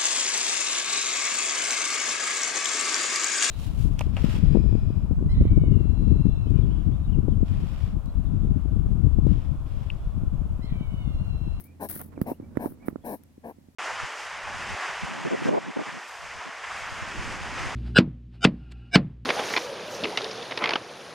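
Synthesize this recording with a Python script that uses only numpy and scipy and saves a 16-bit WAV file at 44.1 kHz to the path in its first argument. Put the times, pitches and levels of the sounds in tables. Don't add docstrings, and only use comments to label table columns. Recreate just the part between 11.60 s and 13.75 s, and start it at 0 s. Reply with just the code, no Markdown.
import sys
import numpy as np
from scipy import signal
from scipy.fft import rfft, irfft, next_fast_len
from scipy.io import wavfile
from scipy.ndimage import uniform_filter1d

SR = 44100
rng = np.random.default_rng(int(sys.argv[2]) if len(sys.argv) > 2 else 0)


def output_pcm(signal):
    pcm = np.clip(np.atleast_2d(signal).T, -1, 1) * 32767
    wavfile.write(sys.argv[1], SR, np.round(pcm).astype(np.int16))


N = 94815

# (time [s], level [dB])
HUM_LEVEL = [(0.0, -53), (0.65, -50), (0.67, -50.5), (1.0, -54.5), (1.02, -58), (2.15, -64)]
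# (frequency [Hz], level [dB])
AIR_COLOUR = [(290, -30.5), (500, -4), (960, -8.5), (1210, -15), (1950, -11.5), (3150, -17),
              (4280, -18), (12100, -20), (16000, -23)]

# (time [s], level [dB])
RUB_LEVEL = [(0, -52.5), (.18, -56.5), (.3, -48), (.36, -46), (.43, -50.5), (.51, -51.5), (.6, -43),
             (.66, -45.5), (.77, -55), (.83, -46.5), (.88, -49.5), (.97, -46), (1.1, -45.5), (1.18, -52.5),
             (1.29, -47.5), (1.39, -54), (1.6, -57), (1.74, -62), (2.0, -61), (2.15, -63.5)]
# (frequency [Hz], level [dB])
RUB_COLOUR = [(25, -10), (60, -2), (130, -0.5), (260, 1), (400, -12.5), (700, -20.5), (1500, -31.5),
              (3000, -51.5), (8000, -58)]

# (start [s], length [s], level [dB], lean [dB])
LEAF_BRUSHES = [(-.01, 0.014, -47, 6), (0.038, .01, -56, 11.5), (.287, 0.006, -34, 8.5),
                (0.301, 0.095, -41.5, 4), (0.422, 0.044, -55.5, 4.5), (0.619, 0.0075, -52, 6),
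                (1.062, 0.054, -57, 4), (1.255, 0.035, -56, 3)]
# (time [s], level [dB], lean [dB], treble limit [Hz])
STEM_TICKS = [(0.039, -50, 8, 15500), (.2985, -23.5, 6, 16000), (0.4144, -26.5, 7, 16200),
              (0.6149, -29, 4, 16000), (0.9712, -39.5, -4, 12500), (1.097, -50, 0, 14000),
              (1.268, -49, 0, 15500), (1.283, -39.5, -16, 9400), (1.6358, -43, 10, 12500)]
# (frequency [Hz], level [dB])
LEAF_COLOUR = [(900, -12), (1900, -10.5), (2700, -19), (4700, -16.5), (6300, -17.5), (7200, -23),
               (8200, -12.5), (10100, -1.5), (13000, -1), (16000, -4)]
# (frequency [Hz], lean [dB])
LEAF_LEAN = [(2000, -4.5), (6000, -2.5), (10000, -4.5), (12500, 0), (15000, 8)]

# (start [s], length [s], first pitch [Hz], middle pitch [Hz], last pitch [Hz], level [dB])
BIRD_NOTES = [(0.025, 0.11, 2150, 2335, 2450, -66.5), (.558, 0.0297, 2830, 2370, 2060, -64),
              (.7, 0.057, 2200, 2640, 3000, -69.5), (0.829, 0.03, 2280, 2260, 2410, -68),
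              (1.198, .075, 2100, 2320, 2140, -62.5), (1.414, 0.028, 3450, 3380, 3330, -73)]

# (start [s], length [s], puff level [dB], hiss level [dB], flutter rate [Hz],
# snout ring compared with the puff [dB], hiss rise time [s], hiss lean [dB])
HUFFS = [(0.201, 0.061, -34, -44, 199.6, -22.5, 0.036, -1), (0.661, 0.063, -33, -52, 224.8, -52, 0.02, 1.5),
         (0.993, 0.0803, -35, -50.5, 235.6, -26.5, .055, -0.5),
         (1.442, 0.11, -35.5, -48, 217.6, -24.5, 0.03, -0.5),
         (1.837, 0.077, -41, -62, 229.1, -23, 0.043, -3.5)]
# (frequency [Hz], level [dB])
PUFF_COLOUR = [(70, -23), (133, -14.5), (200, -3), (280, -1), (390, -6.5), (620, -2.5), (950, -6.5),
               (1100, -16), (1320, -36), (1700, -28), (2300, -25), (3500, -47)]
# (frequency [Hz], level [dB])
SNOUT_COLOUR = [(1000, -20), (1400, -4), (1680, 5.5), (1850, 1.5), (2100, -13.5), (2400, -49), (4000, -55)]
# (frequency [Hz], level [dB])
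HISS_COLOUR = [(2000, -47), (2800, -17), (3400, -24), (4000, -5.5), (4800, -18), (5500, -7), (6900, -21.5),
               (8000, -9), (10000, 2.5), (12800, 3), (16000, -8)]
# (frequency [Hz], lean [dB])
HISS_LEAN = [(3000, 4), (9000, 5.5), (11000, 3.5), (13000, 15), (15000, 18)]

# (start [s], length [s], level [dB])
GRIP_SCUFFS = [(0.302, 0.013, -51), (.392, 0.026, -48), (0.517, 0.023, -58), (0.799, 0.015, -66),
               (0.954, 0.029, -54), (1.221, 0.093, -61.5)]
# (frequency [Hz], level [dB])
SCUFF_COLOUR = [(150, -13), (300, -1.5), (800, -5), (1200, -8.5), (1900, -13), (2800, -26), (6000, -38)]

# (time [s], level [dB], ring pitch [Hz], click gain [dB], treble limit [Hz],
# thud gain [dB], left side gain [dB])
FINGER_KNOCKS = [(.362, -24, 310, 1.5, 2730, -9, -7), (0.46, -32, 176, -17, 900, -10, -2.5),
                 (0.5774, -17, 278, -2, 1500, -27, -18), (0.599, -31, 260, -10, 1100, -28, -19),
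                 (0.6158, -6.5, 194, -13, 4100, -9, -5), (.7165, -11, 274, -7, 1070, -25, -0.5),
                 (0.799, -22, 258, -11, 990, -10, -0.5), (0.827, -28, 232, -12, 900, -2.5, -2),
                 (0.9718, -4.5, 269, 1, 2520, -10, -9.5), (1.059, -7, 272, -8.5, 1650, -41, -9),
                 (1.121, -29, 267, 1, 1190, -22.5, 1), (1.2839, -6, 256, -4, 2830, -39, -9.5),
                 (1.327, -23.5, 237, -20, 500, -6, -10), (1.3583, -14, 260, 5, 1250, -22, -14),
                 (1.778, -33.5, 260, -20, 550, -18, 3), (1.984, -33.5, 235, -22, 694, -10, -5),
                 (2.085, -36.5, 245, -20, 890, -2, -6)]
# (frequency [Hz], level [dB])
CLICK_COLOUR = [(200, -26), (550, 0.5), (900, -18), (1400, 4.5), (2100, -4.5), (3000, -14.5), (6000, -0.5),
                (12000, 6)]

TIME = np.arange(N) / SR


def undb(db):
    return 10 ** (np.asarray(db) / 20)


def unit(x):
    return x / np.sqrt(np.mean(x ** 2) + 1e-18)


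def lean(db):
    return undb(np.array([[.5], [-.5]]) * db)


def curve(x, points):
    return np.interp(x, *np.array(points).T)


def colour(x, points, lean_points=None):
    size = next_fast_len(N + SR // 4, real=True) * 2
    octave = np.log2(np.maximum(np.arange(size // 2 + 1) * SR / size, 1))
    read = lambda table: curve(octave, [(np.log2(hz), db) for hz, db in table])
    cepstrum = irfft(np.log(unit(undb(read(points)))))
    cepstrum[1:size // 2] *= 2
    cepstrum[size // 2 + 1:] = 0
    response = np.exp(rfft(cepstrum))
    if lean_points is not None:
        response = response * lean(read(lean_points))
    return irfft(rfft(x, size) * response)[..., :N]


def cut(x, side, hz, order):
    return signal.sosfilt(signal.butter(order, hz, side, fs=SR, output="sos"), x + 1e-18)


def wander(per_s):
    hold = int(SR / per_s)
    steps = np.repeat(rng.standard_normal(N // hold + 1), hold)
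    return unit(uniform_filter1d(uniform_filter1d(steps, hold), hold)[:N])


def burst(start, length, rise_s, tail_s):
    age = TIME - start
    rise = np.sin(np.pi / 2 * np.clip(age / rise_s, 0, 1))
    return rise * np.exp(-np.maximum(age - length, 0) / tail_s)


def grains(per_s, scatter_db):
    hits = (rng.random(N) < per_s / SR) * rng.choice([-1, 1], N)
    return unit(hits * undb(scatter_db * np.minimum(rng.exponential(size=N), 4)))


def later(x, seconds):
    return np.interp(TIME - seconds, TIME, x)


def hum_and_air():
    hz = 85 * (1 + 0.019 * wander(per_s=11.75))
    tone = unit(np.sin(2 * np.pi * np.cumsum(hz) / SR))
    hum_db = curve(TIME, HUM_LEVEL) + 0.5 * wander(per_s=13.5)
    air = undb(-69) * colour(rng.standard_normal((2, N)), AIR_COLOUR)
    return tone * undb(hum_db) + air


def hand_rub():
    shared, left, right = (grains(per_s=700, scatter_db=2.5) for _ in range(3))
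    share = 0.43
    slips = np.sqrt(share) * shared + np.sqrt(1 - share) * np.array([left, right])
    loudness = undb(curve(TIME, RUB_LEVEL) + 2)
    return colour(slips * loudness, RUB_COLOUR) * lean(-3)


def leaves():
    loudness = sum(undb(db) * lean(lean_db) * burst(start, length, rise_s=0.0034, tail_s=0.016)
                   for start, length, db, lean_db in LEAF_BRUSHES)
    hits = np.array([grains(per_s=3200, scatter_db=1) for _ in range(2)])
    flicker = undb(2.5 * wander(per_s=250))
    rustle = loudness * hits * flicker
    for start, db, lean_db, top_hz in STEM_TICKS:
        fade = burst(start, 0, rise_s=1 / SR, tail_s=0.0013)
        tick = undb(db) * lean(lean_db) * fade * rng.standard_normal((2, N))
        rustle += cut(tick, "low", top_hz, order=4)
    return colour(rustle, LEAF_COLOUR, LEAF_LEAN)


def birds():
    song = np.zeros(N)
    waver = 1 + .022 * wander(per_s=200)
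    for start, length, first, middle, last, db in BIRD_NOTES:
        progress = np.clip((TIME - start) / length, 0, 1)
        glide = np.polyfit([0, .5, 1], [first, middle, last], 2)
        hz = np.polyval(glide, progress) * waver
        swell = np.sqrt(np.abs(np.sin(np.pi * progress)))
        song += undb(db) * swell * np.sin(2 * np.pi * np.cumsum(hz) / SR)
    echo_s = .02
    fade = np.exp(-TIME[:SR // 2] / echo_s) / np.sqrt(echo_s * SR / 2)
    echoes = rng.standard_normal((2, SR // 2)) * fade
    return song + undb(-4) * signal.fftconvolve(song[None], echoes, axes=1)[:, :N]


def hedgehog_huffs():
    rise_s, fall_s = .018, 0.024
    open_share, gust_gain = 0.57, undb(3)
    puffs, snout, hiss = np.zeros(N), np.zeros(N), np.zeros((2, N))
    for start, length, puff_db, hiss_db, hz, snout_db, hiss_rise_s, lean_db in HUFFS:
        gap_chance, size_chance = rng.standard_normal((64, 2)).T
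        beats = start - rise_s + np.cumsum(np.exp(.07 * gap_chance)) / hz
        beat_samples = (beats * SR).astype(int)
        pulses = np.bincount(beat_samples, undb(0.5 * size_chance), N)[:N] * np.sqrt(SR / hz)
        cycle = np.interp(TIME, beats, np.arange(len(beats))) % 1
        opening = np.exp(-cycle / open_share) / np.sqrt(open_share / 2)
        gusts = gust_gain * opening * rng.standard_normal(N)
        rise = np.clip((TIME - start) / rise_s + 0.35, 0, 1)
        fall = np.clip((start + length - TIME) / fall_s + .5, 0, 1)
        puff = undb(puff_db) * rise * fall * (gusts - pulses) / np.hypot(1, gust_gain)
        puffs += puff
        snout += undb(snout_db) * puff
        swell = burst(start, length - 0.01, hiss_rise_s, tail_s=0.018)
        hiss += undb(hiss_db) * lean(lean_db) * swell * (0.69 + .35 * opening)
    left, right = colour(puffs, PUFF_COLOUR) * lean(4.5) + colour(snout, SNOUT_COLOUR) * lean(14)
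    nostrils = colour(hiss * rng.standard_normal((2, N)), HISS_COLOUR, HISS_LEAN)
    return np.array([left, later(right, seconds=.0002)]) + nostrils


def grip_scuffs():
    loudness = sum(undb(db) * burst(start, length, rise_s=0.002, tail_s=0.0049)
                   for start, length, db in GRIP_SCUFFS)
    slips = np.array([grains(per_s=1500, scatter_db=1.43) for _ in range(2)])
    return colour(loudness * slips, SCUFF_COLOUR) * lean(-12.5)


def finger_knocks():
    rise_s, ring_cycles = 0.000657, .7
    thud_hz, thud_fade_s = 110, 0.0034
    left, right = np.zeros(N), np.zeros(N)
    clean_click = colour(signal.unit_impulse(N), CLICK_COLOUR)[:SR // 50]
    for start, db, hz, click_db, top_hz, thud_db, left_db in FINGER_KNOCKS:
        age = np.maximum(TIME - start + rise_s, 0)
        rise = 1 - np.exp(-age / rise_s)
        swing = np.sin(2 * np.pi * hz * age) * np.exp(-age * hz / ring_cycles) * rise
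        ring = -np.gradient(swing) * SR / (2 * np.pi * hz)
        thud = undb(thud_db) * np.sin(2 * np.pi * thud_hz * age) * np.exp(-age / thud_fade_s)
        touch = 0.76 * burst(start, 0, rise_s=1 / SR, tail_s=.0007) * rng.standard_normal(N)
        touch[int(start * SR)] -= 4
        click = undb(click_db) * signal.oaconvolve(touch, clean_click)[:N]
        knock = undb(db) * cut(ring + thud + click, "low", top_hz, order=6)
        left += undb(left_db) * knock
        right += knock
    left = later(left, seconds=0.000589)
    return cut(np.array([left, right]), "high", hz=65, order=2)


def scene():
    return (hedgehog_huffs() + finger_knocks() + leaves() + birds()
            + hand_rub() + grip_scuffs() + hum_and_air())


def record(dry):
    top_hz = 16000
    return signal.sosfilt(signal.ellip(10, .2, 80, top_hz, fs=SR, output="sos"), dry)


dry = scene()
out = record(dry)
output_pcm(out)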